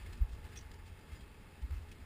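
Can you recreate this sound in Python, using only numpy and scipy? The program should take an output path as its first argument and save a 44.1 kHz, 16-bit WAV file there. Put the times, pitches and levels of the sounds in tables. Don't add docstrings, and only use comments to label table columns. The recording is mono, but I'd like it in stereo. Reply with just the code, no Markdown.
import sys
import numpy as np
from scipy import signal
from scipy.fft import rfft, irfft, next_fast_len
from scipy.io import wavfile
from scipy.ndimage import uniform_filter1d, map_coordinates

SR = 44100
rng = np.random.default_rng(int(sys.argv[2]) if len(sys.argv) > 2 else 0)


def transcribe(u):
    v = np.clip(np.atleast_2d(u).T, -1, 1)
    q = np.round(v * 32767).astype(np.int16)
    wavfile.write(sys.argv[1], SR, q)


def field_ratio(decibels):
    return 10 ** (np.asarray(decibels, dtype=float) / 20)


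N = 90404
SAMPLE_HZ = 12000


def unit(x):
    return x / np.sqrt(np.mean(x ** 2) + 1e-20)


def along(points, hz):
    f, value = np.transpose(points)
    return np.interp(np.log(hz + 1), np.log(f + 1), value)


def curve(rows):
    return np.interp(np.arange(N) / SR, *np.transpose(rows))


def wobble(rate_hz):
    knots = rng.standard_normal(N // 20)
    return map_coordinates(knots, [np.arange(N) * rate_hz / SR])


def filtered(x, response):
    length = x.shape[-1]
    m = next_fast_len(length + 8192)
    hz = np.fft.rfftfreq(m, 1 / SR)
    return irfft(rfft(x, m) * response(hz), m)[..., :length]


# t/s, level/dB
SHAKE_LEVEL = [(0.0, -50.5), (0.28, -53.5), (0.43, -50.5), (0.71, -52), (1.09, -56.5), (1.4, -57),
               (1.57, -60), (1.7, -49.5), (2.05, -58)]
# f/Hz, density/dB
SHAKE_TONE = [(10, -15), (20, -5), (45, -1), (72, -4), (86, 1.5), (98, -17), (135, -19), (200, -49.5)]


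def shake():
    lumps_db, lumps_hz, evenness = 2.5, 14.08, 0.7
    noise = filtered(rng.standard_normal(N), lambda hz: field_ratio(along(SHAKE_TONE, hz)))
    power = np.abs(uniform_filter1d(noise ** 2, size=2500))
    noise = unit(noise / power ** (evenness / 2))
    return field_ratio(curve(SHAKE_LEVEL) + lumps_db * wobble(lumps_hz)) * noise


# f/Hz, width/Hz, lift/dB
CAVITIES = [(246, 89, 1), (421, 116, 4), (857, 117, 10), (1220, 500, 7), (1751, 270, 7), (2133, 140, 7),
            (2605, 200, 6), (3270, 240, 3), (4900, 240, 5)]


def housing(hz):
    edge_hz, edge_width_hz, edge_db = 6175, 250, -12.5
    lift = sum(db / (1 + (2 * (hz - centre) / width) ** 2) for centre, width, db in CAVITIES)
    return field_ratio(lift + edge_db / (1 + ((hz - edge_hz) / edge_width_hz) ** 2))


# t/s, level/dB
AIR_LEVEL = [(0.0, -59), (0.21, -61.5), (0.59, -60.5), (0.82, -62), (2.05, -62.5)]
# f/Hz, density/dB
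AIR_TONE = [(53, -35), (90, 7.5), (182, 1.5), (415, -7), (795, -16), (868, -16), (1020, -17.5),
            (2620, -15.5), (5990, -23.5), (7790, -62), (13200, -120)]


def air():
    over_db, patchy_db, flutter_db, flutter_hz = 3.5, 1, 0.41, 11.95
    z = signal.stft(rng.standard_normal(N + 512), nperseg=512)[2]
    field = uniform_filter1d(rng.standard_normal(z.shape), size=6, axis=0)
    field = uniform_filter1d(field, size=10, axis=1)
    noise = signal.istft(z * field_ratio(patchy_db * unit(field)), nperseg=512)[1][:N]
    noise = unit(filtered(noise, lambda hz: field_ratio(along(AIR_TONE, hz)) * housing(hz)))
    return field_ratio(curve(AIR_LEVEL) + over_db + flutter_db * wobble(flutter_hz)) * noise


# t/s of the crest, peak level/dB, f/Hz, length/s
JOLTS = [(.048, -49, 62, 0.011), (0.096, -45, 70.6, .010), (0.154, -48, 49.6, 0.011),
         (0.2252, -22, 57.4, 0.01), (.228, -37, 30.5, 0.019), (.250, -30.5, 45, .008),
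         (0.33, -39, 56, 0.015), (.445, -43.5, 82, .03), (0.58, -45.5, 55, 0.013), (.648, -47, 65, 0.013),
         (.885, -50, 85, .03), (0.93, -46, 70, .010), (1.137, -38.5, 60.4, 0.0094),
         (1.234, -44.5, 62, 0.0085), (1.643, -32, 59.7, 0.011), (1.658, -42, 60, .008),
         (1.734, -30.5, 70, .013), (1.727, -42, 40, .008), (1.773, -36, 56, .014), (1.822, -48, 75, .02),
         (1.897, -48, 30.2, .03), (2.033, -46, 73, 0.007)]


def jolts():
    lead_s = .0022
    t = np.arange(N) / SR
    out = np.zeros(N)
    for crest_s, db, hz, length_s in JOLTS:
        swell = np.exp(-.5 * ((t - crest_s + lead_s) / length_s) ** 2)
        out += field_ratio(db) * swell * np.cos(2 * np.pi * hz * (t - crest_s))
    return out


# t/s, level/dB, length/s, centre f/Hz
SCUFFS = [(.060, -58.5, 0.017, 2800), (0.102, -64, .02, 1900), (0.125, -56, .024, 2700),
          (.17, -66, 0.012, 4830), (0.289, -67, .012, 4900), (0.317, -66.5, 0.043, 4900),
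          (.440, -60, 0.044, 1770), (0.522, -60.5, 0.025, 2500), (.555, -55.5, 0.03, 2840),
          (.588, -56, 0.0075, 4800), (.608, -63, 0.014, 4800), (.44, -69, 0.031, 5000),
          (0.714, -55, 0.0077, 3500), (0.737, -62, 0.012, 5000), (.857, -64.5, 0.048, 3180),
          (0.989, -65.5, .01, 4000), (1.079, -67, 0.043, 1900), (1.115, -64, 0.046, 3180),
          (1.145, -66.5, .05, 2980), (1.205, -64.5, 0.03, 3500), (1.617, -63.5, 0.015, 3000),
          (1.7065, -54, .006, 1700), (1.720, -60, .03, 1500), (1.762, -66, 0.042, 1900),
          (1.886, -65, .014, 4000), (1.913, -59, 0.021, 4000)]


def scuffs():
    rise_s, octaves, grain_db, grain_hz = .001, 1.05, 2.2, 900
    out, t = np.zeros(N + SR), np.arange(SR // 8) / SR
    noise = rng.standard_normal((len(SCUFFS), len(t)))
    grain = field_ratio(grain_db * wobble(grain_hz))
    for (s, db, length_s, centre_hz), row in zip(SCUFFS, noise):
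        def band(hz):
            bell = np.exp(-.5 * (np.log2((hz + 1) / centre_hz) / octaves) ** 2)
            return bell * housing(hz) * (hz < SAMPLE_HZ / 2)

        at = round(s * SR)
        shape = (1 - np.exp(-t / rise_s)) * np.exp(-(t / length_s) ** 2)
        burst = shape * filtered(row, band) * grain[at:at + len(t)]
        out[at:at + len(t)] += field_ratio(db) * unit(burst) * np.sqrt(np.mean(shape ** 2))
    return out[:N]


# t/s, peak level/dB, f/Hz, decay time T60/s
CLINKS = [(.061, -58, 2140, .06), (.128, -62, 4200, .06), (.531, -61, 5000, .04), (.558, -54, 3440, .07),
          (.562, -57, 5706, .08), (.563, -57, 2500, .08), (.5725, -45, 5706, .085), (.5725, -51, 3440, .04),
          (.589, -56, 5050, .02), (.589, -57, 2150, .06), (.611, -60, 5706, .04), (1.010, -65, 4830, .12),
          (1.080, -63, 1760, .15), (1.110, -65, 3250, .2), (1.151, -61, 4980, .06), (1.160, -68, 4900, .25),
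          (1.196, -61, 3250, .16), (1.617, -61, 3070, .05), (1.765, -60, 2600, .12),
          (1.914, -58, 2530, .07), (1.916, -63, 5700, .05)]


def clinks():
    rise_s, waver_rad, waver_hz, rattle_db, rattle_hz = .0005, .5, 150, 1.2, 160
    out, t = np.zeros(N + SR), np.arange(SR // 5) / SR
    waver = waver_rad * wobble(waver_hz)
    for s, db, hz, t60 in CLINKS:
        at = round(s * SR)
        phase = 2 * np.pi * hz * t + np.resize(waver[at:], len(t))
        envelope = field_ratio(db - 60 * t / t60) * (1 - np.exp(-t / rise_s))
        out[at:at + len(t)] += envelope * np.sin(phase)
    return out[:N] * field_ratio(rattle_db * wobble(rattle_hz))


# t/s, level/dB
HOWL_LEVEL = [
    (.55, -88),
    (.68, -69.5),
    (.85, -70.5),
    (1.0, -82),
]


def howl():
    centre_hz, width_hz = 875, 110
    noise = rng.standard_normal(N)
    tone = filtered(noise, lambda hz: 1 / (1 + (2 * (hz - centre_hz) / width_hz) ** 2))
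    return field_ratio(curve(HOWL_LEVEL)) * unit(tone)


def scene():
    return np.tile(shake() + air() + jolts() + scuffs() + clinks() + howl(), (2, 1))


def held(x):
    stored_hz = 48000
    m = 147 * (N // 147 + 8)
    period = m * SAMPLE_HZ // SR
    slow = irfft(rfft(x, m)[:, :period // 2 + 1], period)
    spectrum = np.fft.fft(slow, axis=1)
    k = np.arange(m // 2 + 1)
    hold = np.sinc(k / period) / np.sinc(k / period * SAMPLE_HZ / stored_hz)
    return irfft(spectrum[:, k % period] * hold, m)[:, :N]


def band_limit(x):
    return signal.sosfilt(signal.butter(12, 15460, fs=SR, output="sos"), x)


# f/Hz, density/dB
HISS_TONE = [(20, 2), (300, 12.5), (1000, -1), (2000, 2), (4000, 2.5), (5300, 4), (6000, -42)]


def record(dry):
    hiss_db, top_hz = -76.5, 15330
    hiss = unit(filtered(rng.standard_normal((2, N)), lambda hz: field_ratio(along(HISS_TONE, hz))))
    stored = filtered(held(dry + field_ratio(hiss_db) * hiss), lambda hz: hz < top_hz)
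    return band_limit(stored)


dry = scene()
out = record(dry)
transcribe(out)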